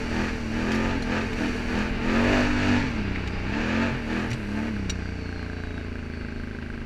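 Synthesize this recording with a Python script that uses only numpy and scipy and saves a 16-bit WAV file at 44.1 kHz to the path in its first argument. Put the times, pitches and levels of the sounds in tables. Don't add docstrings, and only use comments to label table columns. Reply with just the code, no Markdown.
import sys
import numpy as np
from scipy import signal
from scipy.fft import rfft, irfft
from scipy.io import wavfile
from scipy.ndimage import uniform_filter1d, map_coordinates

SR = 44100
rng = np.random.default_rng(int(sys.argv[2]) if len(sys.argv) > 2 else 0)


def digitize_waveform(pressure):
    field = np.atleast_2d(pressure).T
    bounded = np.clip(field, -1, 1)
    quanta = np.round(bounded * 32767).astype(np.int16)
    wavfile.write(sys.argv[1], SR, quanta)


N = 302085
TIME = np.arange(N) / SR


def from_db(db):
    return 10 ** (np.asarray(db) / 20)


def rms_one(x):
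    return x / np.sqrt(np.mean(x ** 2) + 1e-20)


def in_time(rows, at=TIME):
    s, *columns = np.transpose(rows)
    return [np.interp(at, s, column) for column in columns]


def drift(rate):
    knots = rng.standard_normal(4096)
    curve = map_coordinates(knots, [TIME[::16] * rate], order=3, mode="wrap")
    return rms_one(curve).repeat(16)[:N]


def colour(x, spectrum):
    hz, db = np.transpose(spectrum)
    grid = np.maximum(np.fft.rfftfreq(8192, 1 / SR), 1)
    grid_db = np.interp(np.log(grid), np.log(hz), db, right=db[-1] - 25)
    cepstrum = irfft(np.log(from_db(grid_db)))
    half = len(cepstrum) // 2
    folded = np.r_[cepstrum[0], 2 * cepstrum[1:half]]
    response = irfft(np.exp(rfft(folded, 2 * half)))
    return rms_one(signal.oaconvolve(x, response)[:len(x)])


def ring(x, hz, t60):
    radius, turn = from_db(-60 / (t60 * SR)), 2 * np.pi * hz / SR
    return signal.lfilter([0, np.sin(turn)], [1, -2 * radius * np.cos(turn), radius * radius], x + 1e-18)


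def pipe(hz, modes):
    return sum(from_db(db) / (1 + 1j * (hz ** 2 - centre ** 2) / (hz * width)) for centre, width, db in modes)


def contacts(cycle, angle, spread_db, play):
    chance = rng.standard_normal((300, 2))
    at = np.searchsorted(cycle, np.arange(len(chance)) + angle + play * chance[:, 0])
    return np.bincount(at, from_db(spread_db * chance[:, 1]), N + 1)[:N]


def grains(per_s, spread_db):
    sizes = from_db(spread_db * np.minimum(rng.exponential(1, N), 4)) * rng.choice([-1, 1], N)
    return sizes * (rng.random(N) < per_s / SR)


# opens in seconds, shuts in seconds, depth from 0 to 1.
THROTTLE_BURSTS = [(0.09, 0.28, 0.77), (0.49, 0.93, 0.57), (1.05, 1.22, 0.74), (1.35, 1.49, 0.91),
                   (1.53, 1.62, 0.17), (1.67, 1.86, 0.72), (2.0, 2.46, 0.89), (2.57, 2.76, 0.57),
                   (3.46, 3.89, 0.53), (4.05, 4.25, 0.76), (4.48, 4.67, 0.47)]
PRESS_S, EASE_S, RELEASE_S = 0.073, 0.07, .13


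def throttle_opening():
    opening = 0
    for opens, shut, depth in THROTTLE_BURSTS:
        press = -np.expm1(-np.maximum(TIME - opens, 0) / PRESS_S)
        release = np.clip(1 - (TIME - shut + EASE_S) / RELEASE_S, 0, 1)
        opening = opening + depth * press * release
    return opening


# time in seconds, speed in four-stroke cycles per second.
BURST_SPEED = [(0.0, 42.1), (0.1, 38.5), (0.17, 40.9), (0.26, 42.7), (0.36, 40.2), (0.49, 36.6),
               (0.7, 43.7), (0.93, 46.0), (1.05, 40.3), (1.22, 44.8), (1.34, 39.2), (1.48, 41.1),
               (1.58, 39.9), (1.68, 40.1), (1.87, 42.9), (1.98, 38.4), (2.1, 43.6), (2.3, 49.6),
               (2.78, 48.9), (2.84, 45.5), (2.89, 39.8), (3.02, 33.9), (3.14, 31.5), (3.22, 31.5),
               (3.35, 30.2), (3.46, 31.6), (3.68, 41.7), (3.86, 47.6), (4.05, 37.6), (4.23, 42.9),
               (4.3, 39.4), (4.38, 36.6), (4.45, 33.6), (4.68, 38.1), (4.73, 35.0), (4.79, 33.1),
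               (4.89, 30.9)]
# time in seconds, speed in cycles per second.
COAST_SPEED = [(4.96, 30.17), (5.1, 29.98), (5.35, 29.1), (5.6, 28.72), (5.85, 28.22), (6.1, 27.26),
               (6.35, 26.53), (6.6, 26.58), (6.85, 25.38)]


def engine_speed():
    return in_time(BURST_SPEED + COAST_SPEED)[0]


# order (multiple of the cycle rate),
# level in dB coasting, level in dB on the overrun, level in dB pulling, level in dB flat out.
LOW_ORDERS = [(2, -30.5, -42.5, -39.5, -36.5), (3, -38.5, -45.5, -42.5, -24), (4, -63, -38, -42, -42.5),
              (5, -44, -45, -34.5, -30.0), (6, -32, -41, -36.5, -35.5), (7, -52, -55, -42.5, -36.5),
              (8, -49, -49, -31.5, -35), (9, -44.5, -47.5, -38, -40), (10, -49, -58, -54, -61),
              (11, -60.5, -50, -50, -35), (12, -54, -62, -34.5, -36), (13, -51, -59.5, -75, -34.5),
              (14, -59.5, -48, -40, -38.5), (15, -49.5, -63, -53, -41), (16, -92, -52, -42.5, -38),
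              (17, -57.5, -54, -44, -74), (18, -61.5, -81, -52, -48), (19, -71, -52.5, -41, -47.5),
              (20, -65.5, -76, -54, -63), (21, -53, -72, -60, -43), (22, -68, -64, -44, -39),
              (23, -59.5, -65, -65, -66), (24, -66.5, -73, -44, -37.5)]
OVERRUN_SPEEDS, FLAT_OUT_SPEEDS = (29, 37), (43, 49)
BOOM_FULL = 0.74


def order_levels(speed, throttle, drone_orders=6):
    fast = np.interp(speed, OVERRUN_SPEEDS, [0, 1])
    top = np.interp(speed, FLAT_OUT_SPEEDS, [0, 1])
    drone = np.interp(speed, [47, 49], [0, .7])
    levels = {}
    for k, row in enumerate(LOW_ORDERS, 2):
        push = np.maximum(np.clip(throttle / BOOM_FULL, 0, 1), drone * (k <= drone_orders))
        shares = np.array([(1 - push) * (1 - fast), (1 - push) * fast, push * (1 - top), push * top])
        levels[k] = np.array(row[1:]) @ shares
    return levels


PRESSURE_PULSES = [(.45, 1), (.63, .8), (0, 1)]
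# centre in Hz, width in Hz, level in dB before a common trim.
OPEN_RESONANCES = [(890, 65, -16), (1232, 86, -18), (1736, 190, -20.5), (2520, 410, -30)]
# centre in Hz, width in Hz, weight in dB.
SHUT_RESONANCES = [(73, 28, -3), (238, 55, 0), (430, 80, -7), (620, 200, -16), (843, 96, -15)]
# frequency in Hz, gain in dB.
SILENCER_GAIN = [(50.0, -22), (62.0, -3), (78.0, 0.5), (98.0, 4.5), (130.0, 2.3), (158.0, -26), (185.0, -3),
                 (212.0, 8), (245.0, 5), (270.0, -0.5), (295.0, 4), (340.0, -1.8), (375.0, -1),
                 (435.0, 3.5), (490.0, -2), (560.0, -6.5), (640.0, 0.5), (740.0, -6.5), (870.0, 4),
                 (1050.0, -6)]
# time in seconds, gain in dB.
BOOM_GAIN = [(0.03, 0), (0.2, 2), (0.36, -1), (0.55, 3), (0.7, 1), (0.86, 1.5), (1.03, 2.5), (1.2, 0.5),
             (1.45, 0.5), (1.65, 1.5), (1.85, 0.5), (2.2, 1), (2.52, -0.5), (2.68, 3), (2.8, 2.5), (3.0, 3),
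             (3.35, -1.5), (3.55, 1), (3.8, 2.5), (4.0, -0.5), (4.25, 0.5), (4.4, -3), (4.55, 1), (4.8, 2),
             (5.0, 0), (6.85, -2.5)]
BOOM_TOP_HZ = 350
PUTT_ANGLE = .45
SMEAR_AT_HZ = 560
PART_SPEED_SMEAR = 2.2
STUMBLE_AFTER_S, STUMBLE_S, STUMBLE_CYCLES = .08, .05, .008
WAVER_DB, WAVER_PER_S = 1.4, 16


def exhaust(cycle, speed, throttle, load, bark_db, open_db=-5.0, first_db=-48, count=58):
    slow, speed, throttle, opening, bark_db = (v[::64] for v in (TIME, speed, throttle, load, bark_db))
    order_db, boom_db = order_levels(speed, throttle), in_time(BOOM_GAIN, slow)[0]
    stumble = sum(np.exp(-((TIME - shut - STUMBLE_AFTER_S) / STUMBLE_S) ** 2)
                  for _, shut, _ in THROTTLE_BURSTS[:-1])
    unevenness = .0012 + .002 * load + STUMBLE_CYCLES * stumble
    turn = np.exp(2j * np.pi * (cycle + unevenness * drift(45)))
    below_top_speed = np.interp(speed, FLAT_OUT_SPEEDS, [1, 0])
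    smear = 1 + PART_SPEED_SMEAR * uniform_filter1d(opening * below_top_speed, size=100)
    out, wave = np.zeros(N), 1
    for k in range(1, count + 1):
        wave, hz = wave * turn, k * speed
        pulses = sum(strength * np.exp(-2j * np.pi * k * angle) for angle, strength in PRESSURE_PULSES)
        if k in order_db:
            putt = np.exp(1j * np.angle(pipe(hz, SHUT_RESONANCES)) - 2j * np.pi * k * PUTT_ANGLE)
            timing = uniform_filter1d(opening * pulses + (1 - opening) * putt, size=90)
            below_top = 1 / (1 + (hz / BOOM_TOP_HZ) ** 6)
            waver_db = WAVER_DB * (2 - below_top) * opening * drift(WAVER_PER_S)[::64]
            silencer_db = np.interp(hz, *np.transpose(SILENCER_GAIN))
            level_db = order_db[k] + silencer_db + below_top * boom_db + waver_db
            gain = from_db(level_db) * np.exp(1j * np.angle(timing))
        else:
            bark = opening * from_db(bark_db + open_db) * pulses * pipe(hz, OPEN_RESONANCES)
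            gain = bark + from_db(first_db) * (k == 1)
        gain = gain * np.exp(-1j * smear * (hz / SMEAR_AT_HZ) ** 2)
        out += np.sqrt(2) * (np.interp(TIME, slow, gain) * wave).real
    return out


def puffs(cycle, width=0.057):
    swell = 0
    for angle, strength in PRESSURE_PULSES:
        distance = (cycle - angle + .5) % 1 - .5
        swell = swell + strength * np.exp(-(distance / width) ** 2)
    return swell


# frequency in Hz, relative density in dB per Hz.
CHUFF_COLOUR = [(40, -60), (90, -4), (165, -13.5), (240, 1), (420, -1.5), (600, -9), (1000, -20),
                (2000, -18)]
CHUFF_DB = -13.5


def chuff(cycle, bark_db, puff_db=5):
    gas = rng.standard_normal(N) * from_db(puff_db * puffs(cycle))
    return from_db(bark_db + CHUFF_DB) * colour(gas, CHUFF_COLOUR)


# time at the height in seconds, spread in seconds, mean pitch in Hz, level in dB before roughness.
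PIPE_BURBLES = [(0.03, 0.054, 440, -36), (0.97, 0.02, 273, -33), (1.22, 0.052, 414, -39),
                (1.33, 0.021, 435, -38.5), (1.45, 0.054, 293.4, -31.5), (1.6, 0.17, 440, -39.5),
                (2.85, 0.054, 258.5, -34), (2.87, 0.053, 137, -32), (3.95, 0.029, 129, -30),
                (4.33, 0.053, 120.9, -32)]


def burbles(waver=0.0299, rough_db=2.0):
    rough = from_db(rough_db * drift(45))
    sway = np.cumsum(1 + waver * drift(60)) / SR
    booms = 0
    for s, spread, hz, db in PIPE_BURBLES:
        swell = np.exp(-((TIME - s) / spread) ** 2)
        booms = booms + np.sqrt(2) * from_db(db) * swell * np.sin(2 * np.pi * hz * sway)
    return booms * rough


# frequency in Hz, relative density in dB per Hz.
LOADED_CASING = [(290, -14.5), (500, 2), (630, -4), (728, 0.5), (769, -8.5), (878, 4.5), (1040, -8.5),
                 (1720, 3.5), (2030, -4.5), (2510, -0.5), (2850, -5.5), (3300, -14), (4500, -14.5),
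                 (5370, -22.5), (5740, -22.5), (7000, -25), (9100, -46.5), (15400, -120)]
# frequency in Hz, relative density in dB per Hz.
COASTING_CASING = [(260, 3.5), (450, 0), (488, -10.5), (600, -5), (763, -10.5), (827, -4), (896, -9),
                   (1310, -8.5), (1570, -6.5), (1790, -8), (2270, -5.5), (2850, -9.5), (3150, -19.5),
                   (4370, -20), (4850, -21), (7000, -55), (9100, -51), (15400, -120)]


def clatter(cycle, load, clatter_db, count=22):
    angles = (np.arange(count) + rng.random(count)) / count
    taps = sum(rng.choice([-1, 1]) * contacts(cycle, angle, spread_db=2.5, play=.0010) for angle in angles)
    rasp = rng.standard_normal(N) * from_db(3.8 * load * puffs(cycle) + 1.45 * drift(70))
    shake = rms_one(from_db(-1.5) * rms_one(taps) + rms_one(rasp))
    loaded = np.sqrt(load) * from_db(-1.45) * colour(shake, LOADED_CASING)
    later_shake = np.roll(shake, SR // 100)
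    coasting = np.sqrt(1 - load) * from_db(1.0) * colour(later_shake, COASTING_CASING)
    return from_db(clatter_db) * (loaded + coasting)


# time in seconds, blow in dB.
KNOCK_STRENGTH = [(0, -34.5), (4.7, -32), (4.85, -37), (5.05, -27), (5.21, -36), (5.28, -28.5), (5.48, -30),
                  (5.58, -30.5), (6.0, -32), (6.17, -29), (6.3, -30), (6.85, -31.5)]
# time in seconds, blow in dB.
HARDER_KNOCKS = [(4.765, -26), (5.057, -27), (5.327, -26.5), (5.499, -25.5), (5.637, -24.5), (5.779, -25),
                 (5.956, -26.5), (6.399, -28), (6.587, -26.5), (6.626, -28), (6.702, -26)]


def knock(cycle):
    blows = contacts(cycle, .45, spread_db=1.1, play=.002)
    blows = blows + .17 * contacts(cycle, .63, spread_db=3.0, play=.02)
    blows = blows + .14 * contacts(cycle, .81, spread_db=3.0, play=.02)
    blows = blows * from_db(in_time(KNOCK_STRENGTH)[0])
    for s, db in HARDER_KNOCKS:
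        blows[abs(TIME - s) < .008] = 0
        blows[round(s * SR)] = from_db(db)
    body = ring(blows, 1583, 0.021) + 0.26 * drift(25) * ring(blows, 1280, 0.011)
    body = signal.sosfilt(signal.butter(2, 1200, "high", fs=SR, output="sos"), body)
    edge = np.gradient(ring(blows, 2100, 0.0026)) * 0.28
    return body + edge


# time in seconds, pitch in Hz, level in dB.
DRIVE_WHINE = [(4.98, 4800, -66), (5.07, 4690, -55), (5.14, 4580, -65), (5.2, 4480, -55), (5.3, 4320, -55),
               (5.42, 4210, -55), (5.49, 4130, -67), (5.55, 4040, -60), (5.65, 3900, -60),
               (5.79, 3770, -57), (5.86, 3680, -74)]
# time in seconds, pitch in Hz, level in dB.
FINAL_DRIVE_HUM = [(5.1, 834, -66), (5.3, 785, -59), (5.6, 725, -60), (5.85, 660, -61), (6.1, 625, -70)]
# time in seconds, pitch in Hz, level in dB.
BRAKE_SQUEAK = [(3.3, 4900, -72), (3.325, 4900, -57), (3.38, 4870, -56), (3.42, 4860, -75)]
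# time in seconds, pitch in Hz, level in dB.
DISC_RUB = [(5.25, 4600, -72), (5.42, 4570, -65), (5.6, 4510, -68), (5.8, 4500, -75), (6.05, 4480, -72),
            (6.15, 4470, -64), (6.3, 4440, -68), (6.42, 4420, -65), (6.6, 4380, -76)]


def tone(rows, waver, flicker_db):
    hz, db = in_time(rows)
    sounding = (TIME > rows[0][0]) & (TIME < rows[-1][0])
    phase = 2 * np.pi * np.cumsum(hz * (1 + waver * drift(150))) / SR
    level = from_db(db + flicker_db * (drift(30) + 1.5))
    return sounding * np.sqrt(2) * level * np.sin(phase)


def drive_and_brakes():
    whine = tone(DRIVE_WHINE, waver=.006, flicker_db=1.2) * from_db(-2)
    hum = tone(FINAL_DRIVE_HUM, waver=.006, flicker_db=2.0)
    squeak = tone(BRAKE_SQUEAK, waver=.006, flicker_db=0.0)
    rub = tone(DISC_RUB, waver=.011, flicker_db=3.0)
    return whine + hum + squeak + rub


# time in seconds, gravel crunch in dB, fine spray in dB.
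TRAIL_LEVELS = [(0, -42, -63), (1.05, -46, -67), (1.55, -42, -60.5), (1.98, -50, -68), (2.4, -40.5, -62.5),
                (2.8, -41, -64.5), (3.05, -49.5, -71.5), (3.55, -49, -70.5), (4.45, -51, -64.5),
                (5.0, -49.5, -72), (5.9, -54.5, -72.5), (6.85, -56.5, -73)]
# frequency in Hz, relative density in dB per Hz.
CRUNCH_COLOUR = [(2500, -2), (3300, -30), (3800, -5), (4600, 9), (5000, -4), (5700, 4.5), (6400, -3),
                 (7100, -5), (8200, -11), (11000, -56)]
# frequency in Hz, relative density in dB per Hz.
SPRAY_COLOUR = [(5000, -10), (8000, 1.5), (10500, -3), (12000, -8), (15000, -16)]
CRUNCH_THROTTLE_DB, SPRAY_THROTTLE_DB = 4.5, 5


def tyres(throttle):
    crunch_db, spray_db = in_time(TRAIL_LEVELS)
    crunch_db = crunch_db + CRUNCH_THROTTLE_DB * throttle - 6.5
    spray_db = spray_db + SPRAY_THROTTLE_DB * throttle - 0.1
    gravel = rms_one(grains(per_s=5000, spread_db=0.5)) + rng.standard_normal(N)
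    crunch = from_db(crunch_db) * colour(gravel, CRUNCH_COLOUR)
    spray = from_db(spray_db) * colour(grains(per_s=12000, spread_db=3.5), SPRAY_COLOUR)
    return crunch + spray


# time in seconds, scrape decay
# in seconds, guard in dB, frame in dB, crack in dB, ping t60 in seconds, lower ping in Hz, its level in dB,
# upper ping in Hz, its level in dB.
STONE_HITS = [(0.718, .016, -36, -55, -48, 0.0043, 4600, -46, 3470, -49),
              (0.7474, 0.014, -43, -62, -50, .002, 6000, -54, 10300, -60),
              (0.757, 0.0054, -48, -64, -54, 0.028, 5460, -57, 6900, -60),
              (1.0223, 0.014, -39, -62, -45, 0.023, 4230, -57, 9650, -71),
              (1.331, .008, -37, -61, -51, .003, 3800, -58, 12300, -70),
              (1.7883, 0.0037, -44, -62, -44, 0.0056, 5660, -57, 9300, -69),
              (3.158, 0.0067, -27.5, -62, -55, .005, 2300, -53, 4100, -62),
              (3.275, 0.0075, -35.5, -60, -44, .003, 4700, -51, 12900, -74),
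              (4.304, 0.0045, -42, -60, -47, 0.012, 5750, -58, 10700, -65),
              (4.3136, 0.0066, -30.5, -57, -41, .006, 4300, -55, 10750, -62),
              (4.3312, 0.0089, -34, -57, -41, .005, 4280, -53, 7300, -58),
              (4.8966, 0.0038, -28.5, -47, -39, .008, 2770, -46, 4400, -50),
              (4.9002, 0.0073, -45, -44, -35, .014, 5650, -50, 7100, -54)]
# pitch in Hz, level in dB before a common trim, t60 in seconds.
FRAME_MODES = [(2100, 10, .015), (2840, 21, 0.031), (3850, 18.5, 0.032), (4400, 15, 0.04),
               (5750, 15.5, 0.061), (7080, 12, .035), (8300, 4, 0.027), (9550, -4, .035)]
# frequency in Hz, relative density in dB per Hz.
CRACK_COLOUR = [(800, -6), (2400, 18), (3200, 4.5), (5000, 8.5), (7200, 6.5), (9000, -7), (12000, -16),
                (15000, -28)]


def stones(ring_db=-26.0, thud_db=-9.0):
    age = TIME[:SR // 12]
    out = np.zeros(N)
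    for s, scrape_s, guard_db, frame_db, crack_db, ping_s, low_hz, low_db, high_hz, high_db in STONE_HITS:
        scrape = rng.standard_normal(len(age)) * np.exp(-age / scrape_s)
        blow = 12 * (age == 0) + .5 * scrape
        frame = sum((-1) ** k * from_db(db + ring_db) * ring(blow, hz, t60)
                    for k, (hz, db, t60) in enumerate(FRAME_MODES))
        pings = from_db(low_db) * ring(scrape, low_hz, ping_s) + from_db(high_db) * ring(scrape, high_hz, ping_s)
        crack = from_db(crack_db + 3.5) * np.std(scrape) * colour(scrape, CRACK_COLOUR)
        guard = from_db(thud_db) * (ring(scrape, 1860, 0.0052) - ring(scrape, 2500, 0.0062))
        start = round(s * SR)
        out[start:start + len(age)] += from_db(frame_db) * frame + pings + crack + from_db(guard_db) * guard
    return out


# time in seconds, level in dB before a small trim.
WIND_GUSTS = [(0.0, -44), (0.04, -34.5), (0.78, -38), (0.9, -29), (1.09, -38.5), (1.22, -34), (1.58, -38),
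              (1.75, -29), (1.79, -35.5), (2.52, -30), (2.76, -35), (3.5, -38), (5.51, -44.5), (6.81, -40),
              (6.85, -40)]
# frequency in Hz, relative density in dB per Hz.
WIND_COLOUR = [(3, -23), (15, -2), (22, 2), (30, 7), (42, -4), (58, -1), (80, -14), (150, -13), (400, -48)]


def wind():
    return from_db(in_time(WIND_GUSTS)[0] + 1.0) * colour(rng.standard_normal(N), WIND_COLOUR)


# time in seconds, level in dB.
CLATTER_LEVEL = [(0, -35), (0.25, -34.5), (0.43, -36), (0.6, -35), (1.0, -35), (1.13, -33.5), (1.3, -34.5),
                 (1.55, -33.5), (1.85, -34), (2.3, -32.5), (2.95, -31.5), (3.7, -32.5), (4.05, -35.5),
                 (4.5, -37), (5.0, -37.5), (6.85, -38.5)]
CLATTER_THROTTLE_DB, CLATTER_SPEED_DB = 4, 0.23
CRUISE_SPEED = 40
BARK_DB, BARK_THROTTLE_DB, BARK_SPEED_DB, BARK_COAST_DB = -35.5, 9, 0.27, -13
UNLOADED_DB, LOAD_RANGE_DB = -37, 6
COAST_ANGLE = .572


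def scene():
    speed, throttle = engine_speed(), throttle_opening()
    coast_s = COAST_SPEED[0][0]
    cycle = np.cumsum(speed) / SR
    cycle = cycle - (cycle[round(coast_s * SR)] - COAST_ANGLE) % 1
    coasting = np.interp(TIME, [THROTTLE_BURSTS[-1][1], coast_s], [0, 1])
    extra_speed = speed - CRUISE_SPEED
    bark_db = BARK_DB + BARK_THROTTLE_DB * throttle + BARK_SPEED_DB * extra_speed + BARK_COAST_DB * coasting
    clatter_db = in_time(CLATTER_LEVEL)[0] + CLATTER_THROTTLE_DB * throttle + CLATTER_SPEED_DB * extra_speed
    load = np.clip((bark_db - UNLOADED_DB) / LOAD_RANGE_DB, 0, 1)
    pipes = exhaust(cycle, speed, throttle, load, bark_db) + chuff(cycle, bark_db) + burbles()
    engine = pipes + clatter(cycle, load, clatter_db) + knock(cycle)
    return (engine + drive_and_brakes() + tyres(throttle) + stones() + wind())[None]


def record(dry):
    return signal.sosfilt(signal.ellip(10, .1, 90, 15200, fs=SR, output="sos"), dry)


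dry = scene()
out = record(dry)
digitize_waveform(out)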